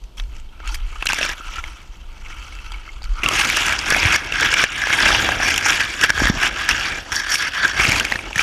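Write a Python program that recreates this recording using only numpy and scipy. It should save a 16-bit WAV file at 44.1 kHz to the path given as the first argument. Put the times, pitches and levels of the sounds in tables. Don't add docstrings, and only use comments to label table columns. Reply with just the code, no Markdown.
import sys
import numpy as np
from scipy import signal
from scipy.fft import rfft, irfft
from scipy.io import wavfile
from scipy.ndimage import uniform_filter1d

SR = 44100
rng = np.random.default_rng(int(sys.argv[2]) if len(sys.argv) > 2 else 0)


def inscribe(sig):
    pcm = np.round(np.clip(np.atleast_2d(sig).T, -1, 1) * 32767)
    wavfile.write(sys.argv[1], SR, pcm.astype(np.int16))


def gain_from_db(level_db):
    decades = np.asarray(level_db, float) / 20
    return 10 ** decades


N = 371322

# frequency_hz, density_db (per Hz)
CASE_SHAPE = [(35, -33), (60, -3), (196, -14.5), (320, -9.5), (413, -15.5), (1070, -11.5), (1350, -6),
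              (2250, -11), (4120, -19.5), (5840, -16), (11700, -38.5), (15500, -44)]
# frequency_hz, width_hz, peak_db
CASE_MODES = [(1750, 620, 2.5), (2250, 140, 10), (2725, 570, 11.5), (3380, 600, 6.5), (5600, 530, 2),
              (6840, 140, 6.5), (9100, 330, 6), (11600, 440, 6.5)]
BODY_TOP_HZ, TREBLE_FROM_HZ = 927, 3930
SPARK_DECAY_S = 0.00063


def level(x, db=0):
    return x * gain_from_db(db) / np.sqrt(np.mean(x ** 2))


def curve(table):
    s, *columns = np.transpose(table)
    return [np.interp(np.arange(N) / SR, s, column) for column in columns]


def power_sum(*levels_db):
    return 10 * np.log10(sum(gain_from_db(db) ** 2 for db in levels_db))


def colour(x, shape, modes=(), size=4096):
    hz = np.fft.rfftfreq(size, 1 / SR) + 1
    shape_hz, shape_db = np.transpose(shape)
    db = np.interp(np.log(hz), np.log(shape_hz), shape_db)
    db = db + sum(peak_db / (1 + (2 * (hz - f) / width) ** 2) for f, width, peak_db in modes)
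    ceps = irfft(db * np.log(10) / 20)
    ceps[1:size // 2] *= 2
    ceps[size // 2 + 1:] = 0
    response = irfft(np.exp(rfft(ceps)))
    return signal.oaconvolve(x, response)[:len(x)]


def band(x, lo_hz, hi_hz):
    edges_hz = [lo_hz, min(hi_hz, .45 * SR)]
    return signal.sosfilt(signal.butter(3, edges_hz, "band", fs=SR, output="sos"), x)


def walk(rate):
    k = int(SR / rate)
    steps = np.repeat(rng.standard_normal(N // k + 1), k)
    return 0.58 * uniform_filter1d(steps, k)[:N]


def crackle(per_s, spread_db, tail_s):
    sizes_db = np.minimum(spread_db * rng.exponential(size=N), 3.3 * spread_db)
    slips = (rng.random(N) < per_s / SR) * gain_from_db(sizes_db)
    power = signal.lfilter([1], [1, -np.exp(-1 / (tail_s * SR))], slips ** 2)
    return level(np.sqrt(power) * rng.standard_normal(N))


def add_at(out, s, sound):
    out[int(s * SR):][:len(sound)] += sound


def swell(s, held_ms, db, rise_ms, fall_ms):
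    ms = 1000 * (np.arange(0, N, 32) / SR - s)
    before = -ms / max(rise_ms, 1)
    after = (ms - held_ms) / max(fall_ms, 1)
    return db - 10 * np.maximum(before, after).clip(0, 20)


def movements(rows, rest_db):
    coarse = power_sum(*(swell(*row) for row in rows))
    return power_sum(np.interp(np.arange(N) / 32, np.arange(len(coarse)), coarse), rest_db)


def gusts():
    gust_rows = [(0, -28.5, .05, 0), (.25, -25, 0, 0.2), (.85, -27, 0.5, 0.4), (1.46, -33, 0, 0.3),
                 (1.58, -26, 0, 0.18), (2.3, -30.5, 0.8, 1.5), (3.05, -20.5, -0.04, 0.05),
                 (3.261, -10, 0, -0.04), (3.3, -30.5, 0.5, 0.23), (3.82, -42, -1.5, 0.5),
                 (4.08, -28.5, 0.3, 0.1), (4.48, -31.5, 0.2, 0.1), (4.74, -35, -0.5, 0),
                 (5.15, -27, 0.2, 0.5), (6.21, -26.5, 0.08, 0.32), (6.7, -33, -1.8, 0.5),
                 (7.35, -39, 0.3, -0.15), (7.9, -27.5, 0.2, 0.32)]
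    rows = [(s, 0, db, 1000 * rise, 1000 * fall) for s, db, rise, fall in gust_rows]
    return movements(rows, rest_db=-69)


def air():
    # frequency_hz, density_db (per Hz)
    gust_shape = [(12, -38.5), (20, 4), (37, 2.5), (52, -1.5), (70, -11.5), (110, -26), (200, -65)]
    # frequency_hz, density_db (per Hz)
    hiss_shape = [(65, -34), (110, 6.5), (680, -7), (1240, -13), (2000, -17.5), (3150, -9.5), (3790, -14.5),
                  (12100, -31), (15500, -39)]
    # pitch_hz, level_db
    tones = [(11710, -77), (14630, -85)]
    enter_s, jolt_pace = 3.2, 1.51

    push = rng.standard_normal(N)
    heave = level(colour(push, gust_shape, size=16384))
    quicker = [(hz * jolt_pace, db) for hz, db in gust_shape]
    jolt = level(colour(push, quicker, size=16384))
    wind = np.where(np.arange(N) / SR < enter_s, heave, jolt)
    wind = level(wind * gain_from_db(2.5 * walk(9.0)))

    hiss = level(colour(rng.standard_normal(N), hiss_shape), -53)
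    whine = 0
    for hz, db in tones:
        phase = 2 * np.pi * np.cumsum(hz + 8 * walk(60)) / SR
        whine = whine + np.sqrt(2) * gain_from_db(db) * np.sin(phase)
    return uniform_filter1d(gain_from_db(gusts()), size=1000) * wind + hiss + whine


def leaflets(patchy_db, own):
    shared = crackle(per_s=460., spread_db=5.0, tail_s=0.0024)
    stalks = crackle(per_s=300., spread_db=2.0, tail_s=0.005)
    out = band(.5 * shared + 1.36 * stalks, 59, 613)
    for hz in 630 * 2 ** np.arange(1 / 6, 4.9, 1 / 3):
        spread_db = 2.0 + 1.5 * np.log2(hz / 1340.0).clip(0)
        tips = crackle(per_s=400., spread_db=spread_db, tail_s=0.0019 + 2. / hz)
        leaf = band(shared + own * tips, hz / 2 ** (1 / 6), hz * 2 ** (1 / 6))
        out = out + gain_from_db(patchy_db * walk(22)) * leaf
    return out


def case_ring(slips, flat):
    # frequency_hz, width_hz, peak_db
    flat_modes = [(1660, 340, 13.5), (2250, 330, 6), (3300, 750, 9), (4580, 150, 13.5), (5530, 840, 12),
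                  (6900, 120, 9), (9120, 600, 7), (11460, 700, 8)]
    shift = 0.034
    under_flat = np.sqrt(flat) * level(colour(slips, CASE_SHAPE, flat_modes))

    def ringing(k):
        modes = [(hz * k, width, db) for hz, width, db in CASE_MODES]
        return np.sqrt(1 - flat) * level(colour(slips, CASE_SHAPE, modes)) + under_flat

    press = np.clip(.5 + walk(5), 0, 1)
    return level(press * ringing(1 - shift) + (1 - press) * ringing(1 + shift))


def fronds():
    # start_s (of full level), held_ms,
    # level_db, rise_ms (per 10 dB), fall_ms (per 10 dB)
    stroke_rows = [(.172, 35, -40.5, -1.5, 7), (.22, 0, -51, 5, 60), (.396, 0, -44.5, 110, 65),
                   (.597, 55.5, -45.5, -1.5, 30), (.67, 89, -37.5, 20, 0), (.77, 125, -51, 11, 110),
                   (1.02, 21.5, -35, 56, 18), (1.09, 23.5, -18.5, 3.5, 3), (1.186, 3, -23, 2, 12),
                   (1.12, 217, -26, 3, 5), (1.227, 19, -22.5, 28, 40), (1.35, 170, -39, 17, 50),
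                   (1.585, 7, -27.5, 53, 15), (1.643, 5, -33, 15, 5), (1.66, -4, -38, 17, 193),
                   (2.307, 10, -37, 91, 94), (2.585, -9, -36.5, 402, 488), (2.895, -3, -42, 50, 30),
                   (3.025, 34, -39, 18, 25), (3.2, 29, -37, 97.5, -1),
                   (3.237, 0, -9, -0.5, 13), (3.4, 6, -14, 57, 54), (3.33, 392, -18.5, 69, 95),
                 (3.901, 262, -14.5, 43, 6), (4.17, 30, -24, 14, 50), (4.4, 145, -17, 92, 5),
                 (4.57, 69, -16.5, 12, -1), (4.64, -0.5, -13, 1, 12), (4.991, 161, -15, 202, 207),
                 (5.402, 82, -19.5, 5, 174), (5.663, 94, -18, 40.5, 125), (5.802, -4, -17.5, 1, 56),
                 (6.005, 60, -21, 35, 8), (6.038, 10.5, -12.5, 14, 16), (6.097, 8.5, -10.5, 4, -1),
                   (6.185, 115, -15, 35, 8.5), (6.438, 33, -14.5, 48, 18), (6.691, 29, -14, 9, 15),
                  (6.6, 76.5, -22.5, 83, 31.5), (6.75, 119, -20, 45, 127), (7.12, 79.5, -19, -1, 9),
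                  (7.237, 3, -20.5, 32, 89), (7.3, 51.5, -17.5, 34, 4), (7.393, 58, -20, 24, 12),
                  (7.46, 28, -19.5, 27, 10), (7.55, 85, -18.5, 30, 32), (7.637, 22, -12.5, 29, 8.5),
                  (7.675, 28, -21, 10, 10), (7.799, 87, -14.5, 31, 168), (8.36, 73, -23, 18, 12),
                  (8.396, 22, -18.5, 16, 34)]
    # start_s, rustle_db (between strokes), brittle_db (treble over scrape),
    # flat_db (ring of the case under flat leaves)
    skirt = [(0, -63, 1, -10.5), (.2, -69.5, -2.5, -14), (.62, -48, -14.5, -1), (.75, -43.5, -1.5, 14),
             (.8, -43.5, -9.5, 2), (1.25, -41, -7, -4.5), (1.6, -39.5, -8.5, -18), (2.0, -54, -8, -12.5),
             (3.22, -49, -10, -16.5), (3.27, -29.5, -5, -8), (4.3, -27.5, -10, -4.5),
             (5.95, -29.5, -6.5, -3.5), (6.2, -24, -10, 4.5), (6.5, -29, -9.5, -2.5),
             (7.08, -40.5, -7.5, -1.5), (7.17, -30, -3, 2), (7.25, -30.5, -11, 4.5), (7.35, -34, 1, 0),
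             (7.45, -36, -8, 0), (7.7, -20, -13, 3.5), (7.85, -37, -6, -7.5)]
    # frequency_hz, density_db (per Hz)
    gear_shape = [(65, -47), (110, -14), (257, -27.5), (680, -21.5), (1350, -13), (1800, -19),
                  (2210, -17.5), (3790, -25.5), (5860, -20), (14300, -41.5), (15500, -29)]
    # frequency_hz, width_hz, peak_db
    gear_modes = [(324, 33, 18), (897, 120, 8), (1370, 360, 7), (2250, 130, 9), (2650, 140, 8),
                  (3050, 760, 12), (4520, 400, 6), (5670, 370, 3.5)]

    rest_db, brittle_db, flat_db = curve(skirt)
    scrape_db = movements(stroke_rows, rest_db)
    outside = np.arange(N) / SR <= 3.23
    body_db = power_sum(scrape_db - 17.5, gusts() - 0.5 - 40 * outside, -60)
    touch = np.clip((scrape_db + 36.5) / 3, 0, 1)
    flat = np.clip((flat_db + 8) / 9.5, 0, 1)

    slips = gain_from_db(2.0 * walk(25) + 0.75 * walk(90)) * leaflets(patchy_db=3.5, own=1.0)
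    near = case_ring(slips, flat)
    below = level(gain_from_db(3.0 * walk(14)) * colour(slips, gear_shape, gear_modes))
    heard = np.sqrt(touch) * near + np.sqrt(1 - touch) * below

    low = level(band(heard, 76, BODY_TOP_HZ), 1.0)
    mid = level(band(heard, BODY_TOP_HZ, TREBLE_FROM_HZ), -1.24)
    top = band(heard, TREBLE_FROM_HZ, 7770.0)
    sizzle_db = 0.6 * (brittle_db + 11.5) + 0.17 * (scrape_db + 19.5)
    sizzle = gain_from_db(sizzle_db) * band(heard, 9320.0, 14700)
    stray_sparks = crackle(per_s=60., spread_db=6.0, tail_s=SPARK_DECAY_S)
    stray = level(band(stray_sparks, 5000, 12500), -26)
    treble = gain_from_db(brittle_db) * (level(top + sizzle, -1.3) + touch * stray)
    return gain_from_db(scrape_db) * (mid + treble) + gain_from_db(body_db) * low


def crack(hz, t60, ring_s):
    t = np.arange(1536) / SR
    decay = np.exp(-np.log(1000) * t / t60)
    burst = rng.standard_normal(1536) * decay * np.minimum(t / 0.000067, 1)
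    rung = np.convolve(burst, np.sin(2 * np.pi * hz * t) * np.exp(-t / ring_s))[:len(t)]
    return colour(burst, CASE_SHAPE, CASE_MODES, size=1024), rung / abs(rung).max()


def snaps():
    # start_s, peak_db, pitch_hz
    flick_rows = [(0.0387, -32.5, 6070), (0.237, -32, 4390), (0.366, -31, 6300), (0.3987, -31, 7800),
                  (0.658, -27, 4670), (0.6747, -17, 6840), (0.7444, -12, 4900), (1.059, -11, 4100),
                  (1.1206, -12, 3840), (1.144, -12, 5500), (1.2498, -9.5, 4680), (1.5579, -19, 4670),
                  (2.551, -29, 4930), (2.7194, -21, 4760), (3.041, -20, 4900), (3.57, -2.5, 5900),
                  (3.665, -8, 6280), (4.1613, -7, 5660), (5.5803, -8, 5800), (6.476, -12, 7500),
                  (7.355, -1.5, 5640), (7.6786, -9.5, 5740)]
    # start_s, peak_db, pitch_hz
    pop_rows = [(0.198, -16.5, 3240), (0.602, -24.5, 1370), (1.025, -16, 1170), (1.024, -12, 2680),
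                (1.068, -7, 3900), (1.213, -9, 2620), (1.2288, -8, 2750), (1.6396, -15, 2200),
                (3.2332, -6.5, 2740), (3.261, -3, 2780), (3.923, -1.5, 1710), (3.9462, -1, 2200),
                (4.3224, -8, 2640), (4.903, -8, 1690), (4.928, -2.5, 2250), (5.0647, -3.5, 2650),
                (5.289, -5, 1560), (5.461, -13, 2170), (6.2551, -1, 1850), (7.6502, -12, 1700),
                (7.7976, -2, 2250), (8.122, -1, 1990), (8.157, -8, 1810), (8.19, -12.5, 2300),
                (8.393, -1, 2360)]
    # start_s, peak_db, pitch_hz
    snap_rows = [(1.07, -3, 2900), (1.089, -8, 2600), (1.132, -5, 2650), (1.1867, -10.5, 1850),
                 (1.292, -14, 1850), (3.287, -2, 2920), (3.683, -6, 2330), (3.904, -6, 1640),
                 (4.54, -4.5, 2280), (4.6395, -5.5, 1750), (5.489, -10, 1900), (5.505, -6, 2700),
                 (5.5412, -6, 3280), (5.5609, -8.5, 3240), (5.5782, -2.5, 2700), (5.7045, -4, 1610),
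                 (5.8065, -8, 2340), (6.013, -5, 2650), (6.039, -9, 1610), (6.69, -2, 1700),
                 (7.9982, -1, 3010), (8.05, -7, 2340), (8.38, -9, 1790)]
    out, t = np.zeros(N + 1536), np.arange(1536) / SR
    for rows, treble_db in ((snap_rows, -4.5), (pop_rows, -47)):
        for s, peak_db, hz in rows:
            whole, rung = crack(hz, t60=.013, ring_s=.0013)
            spit = band(whole, TREBLE_FROM_HZ, 14500) * np.exp(-t / 0.0035)
            whole = band(whole, 1000, 9500)
            hit = rung + 0.24 * whole / abs(whole).max()
            hit = hit + gain_from_db(treble_db + 4.5) * spit / abs(spit).max()
            add_at(out, s, gain_from_db(peak_db - 1.0) * hit)
    for s, peak_db, hz in flick_rows:
        whole, rung = crack(hz, t60=0.02, ring_s=0.0017)
        edge = np.diff(whole, prepend=0)
        add_at(out, s, gain_from_db(peak_db - 6.0) * (0.45 * rung + 1.26 * edge / abs(edge).max()))
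    return out[:N]


def heaves():
    heave_rows = [
        (.04, -27, 42),
        (.225, -17, 34),
        (0.689, -16, 38.3),
        (.815, -21, 31),
        (2.76, -22, 40.5),
        (3.118, -11.5, 36.7),
    ]
    t = np.arange(N) / SR
    out = np.zeros(N)
    for s, db, hz in heave_rows:
        envelope = np.exp(-((t - s) * hz / 0.92) ** 2)
        out += gain_from_db(db) * np.sin(2 * np.pi * hz * (s - t)) * envelope
    return out


def sparks():
    # start_s, peak_db
    spark_rows = [(0.17, -40), (0.7437, -24), (1.0236, -29), (1.0562, -14), (1.0884, -22), (1.132, -20),
                  (3.234, -32), (3.2605, -28), (3.2864, -20), (3.344, -21), (3.4501, -24), (3.4994, -10.5),
                  (3.5693, -12), (3.6651, -14), (3.9032, -10), (3.9654, -19), (4.1604, -13), (4.639, -21),
                  (5.4829, -22), (5.5119, -25), (5.56, -22), (5.5787, -12), (5.6575, -26), (6.0382, -24),
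                  (6.1025, -29), (6.2841, -20), (6.4318, -21), (6.7965, -24), (7.1237, -27), (7.3043, -19),
                  (7.3482, -12), (7.6779, -34), (7.9189, -18), (8.121, -29), (8.3569, -31), (8.3814, -26)]
    out, t = np.zeros(N + 256), np.arange(256) / SR
    for s, peak_db in spark_rows:
        add_at(out, s, gain_from_db(peak_db + 1.5) * rng.standard_normal(256) * np.exp(-t / SPARK_DECAY_S))
    return band(out[:N], 6500, 12800)


def ticks(rows, burst_s, ring_cycles, edge, under_db):
    out, bright, t = np.zeros(N + 1024), np.zeros(N + 1024), np.arange(1024) / SR
    for s, peak_db, hz in rows:
        burst = rng.standard_normal(1024) * np.exp(-t / burst_s)
        pole = np.exp((2j * np.pi - 1 / ring_cycles) * hz / SR)
        rung = signal.lfilter([1], [1, -pole], burst).imag
        gain = gain_from_db(peak_db - under_db)
        add_at(out, s, gain * rung / abs(rung).max())
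        add_at(bright, s, gain * burst)
    through_case = colour(bright[:N], CASE_SHAPE, CASE_MODES, size=1024)
    through_case = band(through_case, BODY_TOP_HZ, 14000)
    return out[:N] + edge * (through_case + .03 * band(bright[:N], 9200, 15000))


def twigs():
    # start_s, peak_db, pitch_hz
    tap_rows = [(0.178, -24, 3240), (0.4893, -36.5, 3180), (0.6374, -28, 1260), (0.6504, -33, 1290),
                (0.6719, -30, 1610), (0.7228, -25, 1390), (0.7427, -22, 3240), (0.9233, -25.5, 1300),
                (0.9562, -25, 1280), (1.3794, -26, 1440), (1.4072, -18.5, 1360), (1.488, -22, 1310),
                (1.5569, -20, 1330), (1.5823, -15.5, 1370), (2.2603, -22, 2270), (2.3042, -29, 1370),
                (2.4473, -30, 1320), (2.5222, -28, 2190), (2.588, -22, 2660), (2.7048, -28, 1360),
                (2.7192, -22, 3200), (2.7402, -22, 2230), (2.8624, -30, 2160), (2.8769, -23.5, 1355),
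                (2.8893, -22.5, 2150), (3.1587, -32, 1270), (3.1757, -23, 1310)]
    # start_s, peak_db, pitch_hz
    crack_rows = [(1.0574, -8, 1530), (1.068, -7, 2900), (1.1003, -6, 1560), (1.1214, -8, 2740),
                  (3.3107, -10, 1250), (3.3638, -13, 2650), (3.3985, -5, 2670), (3.4508, -9, 1520),
                  (3.49, -9, 2230), (3.5006, -2.5, 2300), (3.7244, -2, 2250), (4.0302, 1, 2550),
                  (4.0527, -1, 2360), (4.124, -3, 2870), (4.159, -3, 1750), (4.359, -9, 1650),
                  (4.4305, -1, 2270), (4.528, -4, 1660), (4.5797, -8, 1610), (4.6394, 1.5, 2400),
                  (4.8377, -4, 1690), (4.8707, -4.5, 1680), (4.933, 0, 2250), (4.9865, -11, 2330),
                  (5.0233, -5, 1640), (5.0648, -4, 2640), (5.1038, -2, 1330), (5.1265, -7, 1600),
                  (5.247, -3.5, 2340), (5.4839, -4, 1700), (5.679, -14, 1660), (5.7229, -6, 2390),
                  (5.804, -10, 2220), (6.046, -1, 1670), (6.094, -3, 1730), (6.103, 5, 1680),
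                  (6.1769, -5, 1640), (6.2023, -2, 1640), (6.271, 2, 1790), (6.2875, -11, 1680),
                  (6.4333, -6, 1700), (6.8319, -15, 2920), (6.8536, -10, 2160), (7.156, -16, 1680),
                  (7.2689, -10, 1640), (7.4122, -11.5, 1600), (7.6473, -8, 1550), (7.7762, -9, 1660),
                  (7.801, -3, 2280), (7.8511, -2, 2300), (7.919, 0, 2250), (8.0074, -3, 1670),
                  (8.33, -15, 2700), (8.3582, -5.5, 1830)]
    # start_s, peak_db, pitch_hz
    thud_rows = [(1.132, -12, 920), (1.21, -16.5, 605), (1.248, -23.5, 584), (2.718, -27, 875),
                 (3.017, -30, 835), (3.963, -10, 740), (4.418, -17, 490), (5.059, -18, 665),
                 (5.289, -10.5, 750), (5.401, -11.5, 740), (5.659, -12, 900), (6.04, -16.5, 500),
                 (6.253, -15, 258), (6.269, -25, 202), (8.118, -15.5, 859), (8.154, -24, 853),
                 (8.272, -23, 800), (8.309, -23, 900)]
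    # start_s, peak_db, pitch_hz
    tip_rows = [(3.021, -28, 4500), (3.031, -26, 4700), (3.051, -28, 4400), (3.4508, -8, 5940),
                (3.5002, -11, 5600), (3.7904, -6.5, 5100), (3.9038, -8, 4470), (3.926, -12, 5310),
                (3.9998, -7, 4970), (4.0582, -8, 4960), (4.4095, -8, 6100), (4.518, -8, 5280),
                (5.0255, -5, 5050), (5.089, -9, 5090), (5.3877, -21, 5530), (5.4829, -13, 6960),
                (5.5124, -16, 5880), (5.684, -10, 5610), (6.0392, -3, 6960), (6.103, -4, 5370),
                (6.255, -13, 6800), (6.4318, -14, 5740), (6.6947, -12, 5180), (6.7115, -7, 5330),
                (6.797, -18, 4640), (7.1583, -8, 6660), (7.3203, -7, 5540), (7.889, -10, 5640),
                (7.9189, -10, 5430), (8.122, -13.5, 4220), (8.1559, -20, 4140), (8.358, -18, 5830),
                (8.3847, -11, 6180)]
    # start_s, peak_db, pitch_hz
    ring_rows = [
        (7.318, -8, 5600),
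        (7.6, -18, 1700),
        (7.632, -16, 1650),
        (7.647, -2, 1613),
    ]
    return (ticks(tap_rows, burst_s=0.0035, ring_cycles=9.6, edge=.15, under_db=5.0)
            + ticks(crack_rows, burst_s=.0012, ring_cycles=4.0, edge=1.9, under_db=3.5)
            + ticks(thud_rows, burst_s=0.0016, ring_cycles=1.8, edge=.3, under_db=2.0)
            + ticks(tip_rows, burst_s=0.0012, ring_cycles=4.4, edge=0.75, under_db=2.0)
            + ticks(ring_rows, burst_s=0.0055, ring_cycles=11.0, edge=0.26, under_db=3.5))


def knocks():
    # start_s, peak_db, pitch_hz
    knock_rows = [(.325, -36, 320), (1.4, -26, 310), (3.256, -15, 208), (4.054, -2.5, 89),
                  (6.037, -17.5, 138), (6.214, -13.5, 92), (6.2193, 0, 287), (6.299, 3, 199),
                  (6.367, -13, 130), (7.797, -9, 307), (7.883, -7.5, 123), (8.363, -13.5, 142)]
    out, t = np.zeros(N + 2048), np.arange(2048) / SR
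    for s, peak_db, hz in knock_rows:
        add_at(out, s, gain_from_db(peak_db - 2.5) * np.sin(2 * np.pi * hz * t) * np.exp(-t * hz / 0.61))
    return band(out[:N], 38, 4000)


def creak():
    # start_s, level_db, pitch_hz
    creak_rows = [
        (3.09, -52, 1240),
        (3.15, -42, 1320),
        (3.234, -30, 1290),
        (3.29, -24, 1200),
        (3.34, -31, 1210),
    ]
    t = np.arange(N) / SR
    taut = (t > creak_rows[0][0]) & (t < creak_rows[-1][0])
    db, hz = curve(creak_rows)
    slips = band(crackle(per_s=670.0, spread_db=4.5, tail_s=0.0028), 14, 170)
    return taut * gain_from_db(db) * level(slips * np.sin(2 * np.pi * np.cumsum(hz) / SR))


def scene():
    at_case = air() + fronds() + snaps() + heaves()
    return (at_case + sparks() + twigs() + knocks() + creak())[None]


def band_limit(x):
    return signal.sosfilt(signal.butter(12, 16480, fs=SR, output="sos"), x)


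def record(dry):
    soft = dry / (1 + abs(dry / 1.05) ** 4) ** .25
    mix = signal.sosfilt(signal.ellip(10, .3, 60, 15250, fs=SR, output="sos"), soft)
    return band_limit(mix)


dry = scene()
out = record(dry)
inscribe(out)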